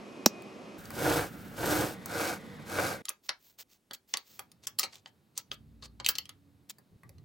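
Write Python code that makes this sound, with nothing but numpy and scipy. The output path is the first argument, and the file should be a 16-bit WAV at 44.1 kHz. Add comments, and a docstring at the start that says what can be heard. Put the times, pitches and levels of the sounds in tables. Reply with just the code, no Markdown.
"""Fitting a motorcycle drive chain

In a small workshop, close to the microphone and in a few short scenes, a master link's spring clip snaps home:
quick steel clicks over a dull knock. Four pushes turn the wheel, and link knocks ring it while rollers rattle.
The workshop hum cuts off; an open spanner clinks (ringing steel) on the adjuster nuts, amid swells of grainy noise.
Behind lie coloured noise for fan, hum, still air and rumble, wavering tones, and short echoes from the room."""
import sys
import numpy as np
from scipy import signal
from scipy.fft import rfft, irfft
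from scipy.io import wavfile

SR = 44100
rng = np.random.default_rng(int(sys.argv[2]) if len(sys.argv) > 2 else 0)


def file_out(sig):
    """Save sig as 16-bit WAV at sys.argv[1]."""
    # one column per channel
    cols = np.atleast_2d(sig).T
    # limit, then scale
    lim = np.clip(cols, -1, 1)
    pcm = np.round(lim * 32767).astype(np.int16)
    wavfile.write(sys.argv[1], SR, pcm)


N = 319284
TIME = np.arange(N) / SR
# the wheel work begins, is heard from farther back, and ends as the hum stops (s)
WHEEL_S, STEP_BACK_S, HUM_STOPS_S = .78, 1.94, 3.02


def from_db(db):
    """Decibels to amplitude ratio."""
    return 10 ** (np.asarray(db) / 20)


def rms_one(x):
    """Scale to an rms of 1 over all channels."""
    return x / np.sqrt(np.mean(x ** 2) + 1e-20)


def at_hz(points, hz):
    """Read a spectrum table on a log-frequency axis."""
    table = np.array(points)
    return np.interp(np.log(hz + 1e-3), np.log(table[:, 0]), table[:, 1])


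def cut(x, hz, kind, order=2):
    """Butterworth filter."""
    return signal.sosfilt(signal.butter(order, hz, kind, fs=SR, output="sos"), x)


def during(start, end):
    """A gate with 5 ms edges."""
    return np.clip(np.minimum(TIME - start, end - TIME) / .005 + .5, 0, 1)


def drift(rate):
    """Slow chance of rms 1, with `rate` random knots per second."""
    knots = rng.standard_normal(int(N / SR * rate) + 2)
    return rms_one(np.interp(TIME * rate, np.arange(len(knots)), knots))


def left_right(mid, side, alike):
    """Mix two unrelated signals into left and right channels of the given correlation."""
    return np.sqrt(1 + alike) * mid + np.sqrt(1 - alike) * side * [[1], [-1]]


def coloured(pair, spectrum):
    """Two unrelated signals become a stereo sound of the given colour, rms 1."""
    # how alike left and right are: f/Hz, correlation [0-1]
    likeness = [(60, 0.79), (300, 1), (1500, 0.29), (2400, 0.79), (4500, .93), (14000, 1)]
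    hz = np.arange(N // 2 + 1) * SR / N
    alike = np.clip(at_hz(likeness, hz), 0, .999)
    mid, side = rfft(pair) * from_db(at_hz(spectrum, hz))
    return rms_one(irfft(left_right(mid, side, alike), N))


def noise(spectrum):
    """Steady stereo noise of the given colour, rms 1."""
    return coloured(rng.standard_normal((2, N)), spectrum)


def grains(per_s, spread_db):
    """Two trains of random tiny impulses of uneven size and either sign."""
    sizes = from_db(spread_db * np.minimum(rng.exponential(1, (2, N)), 4))
    sizes = sizes * rng.choice([-1, 1], (2, N))
    return rms_one(sizes * (rng.random((2, N)) < per_s / SR))


def ringing(modes, t, vary_db=0, detune=0):
    """Decaying sines; each blow gives every mode its own strength, and the grip shifts its pitch."""
    hz, db, t60 = np.transpose(modes)[:, :, None]
    strength, shift = rng.standard_normal((2, len(modes), 1))
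    sign = (-1) ** np.arange(len(modes))[:, None]
    decay = from_db(db + vary_db * strength - 60 * t / t60)
    return np.sum(sign * decay * np.sin(2 * np.pi * hz * (1 + detune * shift) * t), axis=0)


def add(out, s, sound):
    """Lay a sound into the scene at s seconds."""
    at = round(s * SR)
    out[..., at:at + sound.shape[-1]] += sound[..., :N - at]


def hum(lines, waver_db=6.5):
    """Tones whose level and phase waver at random."""
    out = 0
    for hz, db in lines:
        level = from_db(db + waver_db * drift(5.4)) * np.sqrt(2)
        out = out + level * np.sin(2 * np.pi * hz * TIME + 0.33 * drift(24))
    return out


def background():
    """Fan and shop hum, as coloured noise and tones, change with each scene, then leave still air and rumble."""
    # the quiet gives way to a wider view, then to the far side of the wheel
    wider_s, far_side_s = 4.3, 5.5
    # noise colour behind each scene, fan to still air, then the low rumble: f/Hz, level/dB
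    fan = [(24, -73.5), (40, -36), (209, -6.5), (372, -6.5), (433, -12), (615, -11.5), (965, -20),
           (1090, -15.5), (1520, -25.5), (2500, -23.5), (3650, -31.5), (5310, -33), (12500, -50.5),
           (14500, -56.5), (16000, -62.5)]
    shop_hum = [(18, -46.5), (30, -11), (215, 3.5), (345, -9), (404, -10), (540, -12), (801, -31),
                (1350, -12), (1500, -12), (1860, -18), (3060, -26), (3490, -26), (7870, -43), (16000, -27)]
    shop_hum_far = [(18, -59), (30, -21), (179, 7), (295, -2), (384, -12), (461, -2.5), (666, -15),
                    (1250, -13), (1430, -35), (1860, -9.5), (2680, -24.5), (3580, -20), (16000, -72)]
    quiet = [(18, -24), (30, 0), (273, 4.5), (526, -3), (1350, -12), (7090, -18), (9970, -17), (13700, -20),
             (14800, -32), (16000, -13)]
    still = [(18, -40.5), (30, -36), (90, 4), (210, 3), (600, -11), (3310, -23.5), (3870, -20.5),
             (5900, -28), (7090, -28), (16000, -28.5)]
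    rumble = [(18, -53), (30, -27), (45, -13.5), (99, 5.5), (179, -7.5), (289, -18), (443, -19.5),
              (523, -48.5), (800, -30), (1040, -63), (1760, -120)]
    # spells of rumble behind the spanner work: start t/s, end t/s, level/dB
    rumble_spells = [(4.355, 4.903, -76.5), (5.502, 6.209, -61), (6.211, 6.649, -66.5), (6.912, 6.965, -56),
                     (7.03, 7.3, -55.5)]
    # tones of the fan, of a mains hum, and of a faint higher hum that outlasts it: f/Hz, level/dB
    fan_tones = [(209.9, -59), (376.8, -61.5), (468.3, -68), (602.9, -74), (1830, -79), (2480, -70.5)]
    mains = [(60, -63), (120, -65), (150.7, -68.5), (226.1, -70)]
    late_hum = [(283, -72)]

    out = (from_db(-47) * noise(fan) + hum(fan_tones)) * during(-np.inf, WHEEL_S)
    out += from_db(-47) * noise(shop_hum) * during(WHEEL_S, STEP_BACK_S)
    out += from_db(-46.5) * noise(shop_hum_far) * during(STEP_BACK_S, HUM_STOPS_S)
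    out += from_db(-73.5) * noise(quiet) * during(HUM_STOPS_S, wider_s)
    out += from_db(-67.5) * noise(still) * during(wider_s, np.inf)
    out += noise(rumble) * sum(from_db(db) * during(start, end) for start, end, db in rumble_spells)
    out += hum(mains, waver_db=3.0) * during(far_side_s, 6.05)
    out += hum(late_hum, waver_db=1.0) * during(far_side_s, 6.7)
    return out


def workshop(x, t60=0.15, treble_t60=0.13, treble_db=-4, split_hz=6500, alike=0.37):
    """Diffuse echoes from benches and walls, as decaying noise; the treble dies first."""
    t = np.arange(SR // 2) / SR
    mid, side = rng.standard_normal((2, len(t)))
    wash = left_right(mid, side, alike) * np.clip(t / 0.0013, 0, 1)
    echo = cut(wash, split_hz, "low") * from_db(-60 * t / t60)
    echo = echo + cut(wash, split_hz, "high") * from_db(treble_db - 60 * t / treble_t60)
    echo = echo / np.sqrt(np.sum(echo ** 2) / 2)
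    return signal.fftconvolve(x[None], echo, axes=1)[:, :N]


def spring_clip(crack_db=-15, crack_s=0.0004, buzz_db=-15, buzz_t60=0.074, buzz_top_db=-28):
    """Very quick steel clicks, a buzz of the loose links, and the dull knock of the chain, damped by the glove."""
    snap = [(0.2599, 4.5), (0.2611, 4.5), (0.263, -3.5)]
    # ringing of clip and side plate: f/Hz, level/dB, t60/s
    clip_modes = [(2550, -19.5, 0.0054), (3850, -23.5, 0.022), (4370, -19, .008), (5340, -12.5, .011),
                  (5717, -16, 0.022), (6720, -24, 0.011), (7660, -21, 0.0061), (13290, -25, 0.011),
                  (14510, -22, 0.0053)]
    # the knock sent through chain and swing arm: f/Hz, level/dB, t60/s
    knock_modes = [(214, -13, 0.049), (320, -10.5, .025), (580, -8, 0.012), (835, -11, 0.017),
                   (1430, -5.5, 0.0031)]
    knock_s = .2617
    out, t = np.zeros(N), np.arange(SR // 8) / SR
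    for s, db in snap:
        crack = rng.standard_normal(len(t)) * from_db(crack_db) * np.exp(-t / crack_s)
        add(out, s, from_db(db) * (ringing(clip_modes, t) + crack))
    buzz = rng.standard_normal(len(t)) * from_db(-60 * t / buzz_t60)
    add(out, knock_s, from_db(buzz_db) * cut(buzz, (4900, 6600), "band"))
    add(out, knock_s, from_db(buzz_top_db) * cut(buzz, (12700, 15000), "band"))
    thud = from_db(-17.5 - 60 * t / 0.035) * cut(rng.standard_normal(len(t)), (600, 3000), "band")
    add(out, knock_s, cut(ringing(knock_modes, t) + thud, 160, "high"))
    return out


def chain(top_links_per_s=150, link_db=-12.0, wheel_db=-4, knock_db=-1, roller_db=-7, flutter_db=1.27,
          split_hz=2600, lurch_db=0.66, slap_size=14, slap_decay_s=0.0078):
    """Links drop onto the teeth and ring the wheel; loose rollers rattle in between; faster is louder."""
    # the hand pushes the wheel round: start t/s, fastest t/s, end t/s, relative level at top speed/dB
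    pushes = [(.88, 1.129, 1.319, -27.5), (1.521, 1.72, 2.0, -28.5), (2.019, 2.25, 2.41, -31.5),
              (2.63, 2.82, 3.025, -31.5)]
    # the slack run of chain slaps: t/s, relative level/dB
    slaps = [(1.194, -39.5), (1.632, -34), (2.787, -30.5)]
    # resonances of sprocket, hub and spokes: f/Hz, width/Hz, level/dB
    wheel_modes = [(304.1, 7.8, 10), (331, 23, 2), (475.6, 8.1, 9.5), (537, 68, 0), (732, 50, 0),
                   (1203, 39, -6), (1136, 15, -33), (1537, 55, -4), (1430, 77, 0), (2195, 21, -6)]
    # chain colour beside the sprocket, then from farther back: f/Hz, level/dB
    chain_near = [(24, -48), (40, -13), (118, -1.5), (249, -14), (305, -1.5), (354, -4), (467, -5),
                  (1240, -12.5), (1340, -8.5), (1480, -13.5), (1810, -23), (8990, -27.5), (10200, -29.5),
                  (14800, -27), (16000, -32.5)]
    chain_far = [(24, -57), (40, -70), (87, -1), (237, -16.5), (329, -12), (382, -6), (491, -3), (1090, -9),
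                 (1550, -2), (1810, -25), (2150, -11), (2910, -24), (4240, -20.5), (14500, -28.5),
                 (16000, -30)]
    creep_db, creep_far_db = -53, -56.5   # the chain creeps on between pushes
    knock_power, roller_power = 2, 1.84   # loudness grows as these powers of the speed

    near = during(0, STEP_BACK_S)
    knocks = near * from_db(creep_db) + (1 - near) * from_db(creep_far_db)
    rollers, speed = knocks, .1
    for start, fastest, end, db in pushes:
        # each push speeds up and dies away
        push = np.abs(np.sin(np.pi * np.interp(TIME, [start, fastest, end], [0, .5, 1])))
        speed = np.maximum(speed, push)
        knocks = np.hypot(knocks, from_db(db) * push ** knock_power)
        rollers = np.hypot(rollers, from_db(db) * push ** roller_power)
    for s, db in slaps:
        knocks = knocks + from_db(db) * (TIME >= s) * np.exp(-np.abs(TIME - s) / slap_decay_s)

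    # running count of links; each whole number is one link seating on a tooth
    links = np.cumsum(top_links_per_s * speed * (1 + .2 * drift(90))) / SR
    seated = np.diff(np.floor(links), prepend=0) * from_db(2 * rng.standard_normal(N))
    force = grains(12000, 1.7) * from_db(1.75 * drift(70) + lurch_db * drift(29.93))
    force = force + from_db(link_db) * rms_one(seated) * [[1], [0]]
    for s, db in slaps:
        force[0, round(s * SR)] += slap_size
    # the rollers' tiny contacts merge into a rush that swells as each link seats
    rush = grains(22000, 1.3) * from_db(flutter_db * (np.cos(2 * np.pi * links) + 1.08 * drift(120)))
    rattle = near * coloured(force, chain_near) + (1 - near) * coloured(force, chain_far)
    fizz = near * coloured(rush, chain_near) + (1 - near) * coloured(rush, chain_far)

    wheel = np.zeros((2, N))
    for hz, width, db in wheel_modes:
        wheel += from_db(db) * signal.lfilter(*signal.iirpeak(hz, hz / width, fs=SR), force)
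    wheel = rms_one(wheel[0] + 0.067 * wheel[1] * [[1], [-1]])   # nearly central
    body = cut(rattle, split_hz, "low", order=3) + from_db(wheel_db) * wheel
    body /= np.std(cut(body, (280, 2000), "band"))
    treble = rms_one(cut(fizz, split_hz, "high", order=3))
    sound = from_db(knock_db) * knocks * body + from_db(roller_db) * rollers * treble
    return sound * during(WHEEL_S, HUM_STOPS_S)


def grainy_swells(flicker_db=2.0):
    """Dense random impulses, filtered to a grain and a treble hiss, swell and fade with a flickering level."""
    # swells of grainy noise, some around the clinks: start t/s, end t/s, grain level/dB, treble hiss level/dB
    swells = [(3.22, 3.299, -63, -57), (3.358, 3.582, -68, -60.5), (3.574, 3.64, -49.5, -47),
              (3.663, 3.795, -68, -65), (3.93, 3.958, -46, -47), (4.064, 4.157, -63.5, -58),
              (4.19, 4.483, -63, -59), (4.618, 4.668, -56, -67), (4.78, 4.847, -40.5, -52),
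              (4.877, 5.021, -59, -70), (5.046, 5.108, -66, -76), (5.345, 5.428, -51, -68),
              (5.507, 5.562, -56.5, -58), (5.811, 5.881, -52, -67), (6.066, 6.128, -40.5, -34),
              (6.688, 6.719, -44.5, -42)]
    # colour of the grain, then of the treble hiss: f/Hz, level/dB
    grain_colour = [(250, -15), (450, -3), (1500, -3.5), (3000, 1), (4600, 2.5), (7000, 1), (9500, -9.5),
                    (16000, -24)]
    hiss_colour = [(5000, -23.5), (9000, -18), (12500, 1.5), (16000, 7)]
    grain, hiss = np.zeros((2, N))
    for start, end, grain_db, hiss_db in swells:
        swell = np.sin(np.pi * np.clip((TIME - start) / (end - start), 0, 1)) ** 2
        grain += from_db(grain_db) * swell
        hiss += from_db(hiss_db) * swell
    sound = grain * coloured(grains(7000, 3.8), grain_colour)
    sound = sound + hiss * coloured(grains(12000, 2.3), hiss_colour)
    return from_db(flicker_db * drift(180)) * sound


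def spanner(crack_db=20, crack_s=0.00058, frame_db=1, frame_t60=.055, bounce_db=-9, onset_db=1, onset_s=0.0016,
            width=0.29, part_db=-1, part_t60=0.016, part_lift_db=2, part_width=0.091):
    """A soft noise onset, a hard click and a chatter of micro-bounces; the touched part rings and sets the colour."""
    # steel touching steel: t/s, level at 2-5.5 kHz/dB, chatter decay/s,
    # body/dB and treble/dB (both relative to the level), ring of the touched part f/Hz
    clinks = [(.4216, -58.5, 0.00085, -10, -2, 4600), (.8551, -53.5, .001, -10, -6, 5230),
              (0.905, -50.5, .001, 5, 4.5, 2300), (2.0587, -52, .0007, 3, 12, 6500),
              (3.0541, -44, .0006, -20, -8.5, 7490), (3.0844, -36.5, .004, -15.5, -26, 2600),
              (3.092, -42.5, .0006, -7, 11.5, 7750), (3.1027, -45.5, .0016, -8, -25, 2430),
              (3.2918, -27.5, .00036, -12, -25.5, 5370), (3.9103, -42, .0007, -5, -20, 3120),
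              (3.934, -45.5, 0.0067, -27, 1, 4620), (4.139, -24.5, .00046, -16.5, -28.5, 7000),
              (4.1713, -34, 0.00087, -18, -9.5, 4800), (4.3933, -43, .0023, -2.5, 0.5, 2490),
              (4.517, -58.5, .0009, -17, 0, 4880), (4.6699, -35.5, 0.0061, -16, -4, 6460),
              (4.7881, -30.5, 0.0068, -19, -1.5, 4550), (4.794, -30, .004, -12.5, 3, 5200),
              (4.8314, -30, 0.01, -10, -15, 4620), (4.932, -54, .0019, -8, -28, 3120),
              (4.9558, -51, .001, -15, -11, 3510), (5.0597, -45.5, .0011, -7.5, -43, 3370),
              (5.3771, -38.5, .0027, -16.5, 1.5, 7000), (5.5158, -33.5, .0015, -13.5, -41, 3770),
              (5.824, -47.5, 0.022, -9, -35.5, 4700), (6.0, -39.5, .0035, -4.5, -32.5, 4300),
              (6.0459, -35, 0.01, -22.5, -24.5, 4450), (6.0629, -23.5, .001, -20.5, -12, 4580),
              (6.0878, -23.5, 0.0039, -14.5, 0.5, 4450), (6.1537, -37, .0058, -19.5, -17, 4450),
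              (6.1841, -29.5, .0017, -24.5, -8, 4660), (6.2551, -50.5, .001, -23, -16.5, 3100),
              (6.2927, -45.5, .0005, -11.5, -9, 3340), (6.6972, -51.5, .003, -26, -6, 9100),
              (6.7842, -64.5, .0037, 1.5, 3, 4800), (7.0337, -66.5, 0.0017, 10, -5, 1850),
              (7.0929, -62, .003, 0.5, 3.5, 4600), (7.1828, -64, .0028, -8.5, -19.5, 3000)]
    # edges between body, level, bright and treble bands: f/Hz
    band_edges = [2000, 5500, 10500]
    # spanner, nut and frame ringing together: f/Hz, level/dB, t60/s
    steel = [(864, -10, 0.041), (1225, -5.5, 0.036), (1730, -14.5, 0.031), (2750, -17, 0.044),
             (3220, -2.5, 0.024), (3690, -6.5, 0.024), (4476, -1, 0.029), (5350, -11.5, 0.012),
             (6340, 4, 0.011), (6960, 6.5, 0.016), (7630, 15.5, 0.011), (9300, 3, 0.031),
             (11800, -9.5, .02), (13200, -7.5, .02), (14700, 6.5, 0.02), (15800, 9, 0.017)]
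    # the bright band follows the treble by a share, and rises where a small, high part is touched
    bright_base_db, bright_share, small_part_hz, small_part_db_per_oct = 0.5, 0.43, 4650, 10

    out, t = np.zeros((2, N)), np.arange(SR // 6) / SR
    lead, part_spread = SR // 100, 1 + part_width   # 10 ms are kept for the onset
    low, middle, high = band_edges
    bands = [(90, low), (low, middle), (middle, high), (high, 17000)]
    for s, level_db, chatter_s, body_db, treble_db, ring_hz in clinks:
        crack, crack_side, frame, frame_side, bounce, soft = rng.standard_normal((6, len(t)))
        bounces = bounce * (rng.random(len(t)) < 5000 / SR)
        force = from_db(bounce_db) * bounces * np.exp(-t / chatter_s)
        force[0] = 1   # the first, hard contact
        metal = ringing(steel, t, vary_db=4.5, detune=0.04) + ringing([(ring_hz, part_db, part_t60)], t)
        click = crack + width * crack_side * [[1], [-1]]
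        metal = metal + from_db(crack_db) * click * np.exp(-t / crack_s)
        frame_modes = frame + width * frame_side * [[1], [-1]]   # many close modes, as noise
        metal = metal + from_db(frame_db - 60 * t / frame_t60) * frame_modes
        # a soft noise onset of about 2 ms swells up to the click: a decay played backwards
        onset = (from_db(onset_db) * soft * np.exp(-t / onset_s))[:lead][::-1]
        struck = signal.fftconvolve(force[None], metal, axes=1)[:, :len(t)]
        touch = np.hstack([[onset, onset], struck])
        # lift the touched part's close modes
        part_band = (ring_hz / part_spread, ring_hz * part_spread)
        touch = touch + from_db(part_lift_db) * cut(touch, part_band, "band", order=1)
        touch = cut(touch, 270, "high", order=1)   # small parts radiate little bass
        octaves_up = max(np.log2(ring_hz / small_part_hz), 0)
        bright_db = bright_base_db + bright_share * treble_db + small_part_db_per_oct * octaves_up
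        for band, db in zip(bands, [body_db, 0, bright_db, treble_db]):
            part = cut(touch, band, "band", order=3)
            strength = np.std(part[:, lead:lead + SR // 125])   # over the first 8 ms from the click
            add(out, s - lead / SR, from_db(level_db + db) * part / strength)
    return out


def ports(x):
    """The phone's two microphone ports face different ways, so each band leans and lags a little."""
    # lead of the left port: f/Hz, phase/rad
    port_phase = [(60, 0), (260, -0.5), (860, 0.53), (1380, 0.02), (1750, 0.9), (2400, 0.75), (2900, -.65),
                  (3500, -.55), (4400, -.15), (5500, .28), (7000, .4), (9000, .55), (13000, .6)]
    # left against right: f/Hz, level/dB
    port_balance = [(60, 1.5), (99, -2), (160, -1.5), (270, -3.5), (450, -1), (740, -1.0), (1220, -1),
                    (2010, 1.5), (3330, 0.5), (5500, -0.5), (9080, 0), (15000, -0.5)]
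    hz = np.arange(N // 2 + 1) * SR / N
    ratio = np.log(from_db(at_hz(port_balance, hz))) + 1j * at_hz(port_phase, hz)
    return irfft(rfft(x) * np.exp(ratio * np.array([[.5], [-.5]])), N)


def scene(clink_room_db=-11, body_room_db=-6, snap_room_db=-28):
    """The work is close to the microphone, with a little of the workshop's echo behind clinks and snap."""
    clinks, snap = spanner(), spring_clip()
    centre = clinks.mean(axis=0)
    # the frame spreads the low part of each clink into the room
    sent = from_db(clink_room_db) * centre + from_db(body_room_db) * cut(centre, 1890, "low")
    sent = sent + from_db(snap_room_db) * snap
    return background() + workshop(sent) + snap + chain() + grainy_swells() + clinks


def record(dry):
    """Two ports pick it up; the highest peaks are rounded and the top is cut at 16.1 kHz."""
    top_cut = signal.ellip(10, .2, 80, 16100, fs=SR, output="sos")
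    return signal.sosfilt(top_cut, np.tanh(ports(dry)))


dry = scene()
out = record(dry)
file_out(out)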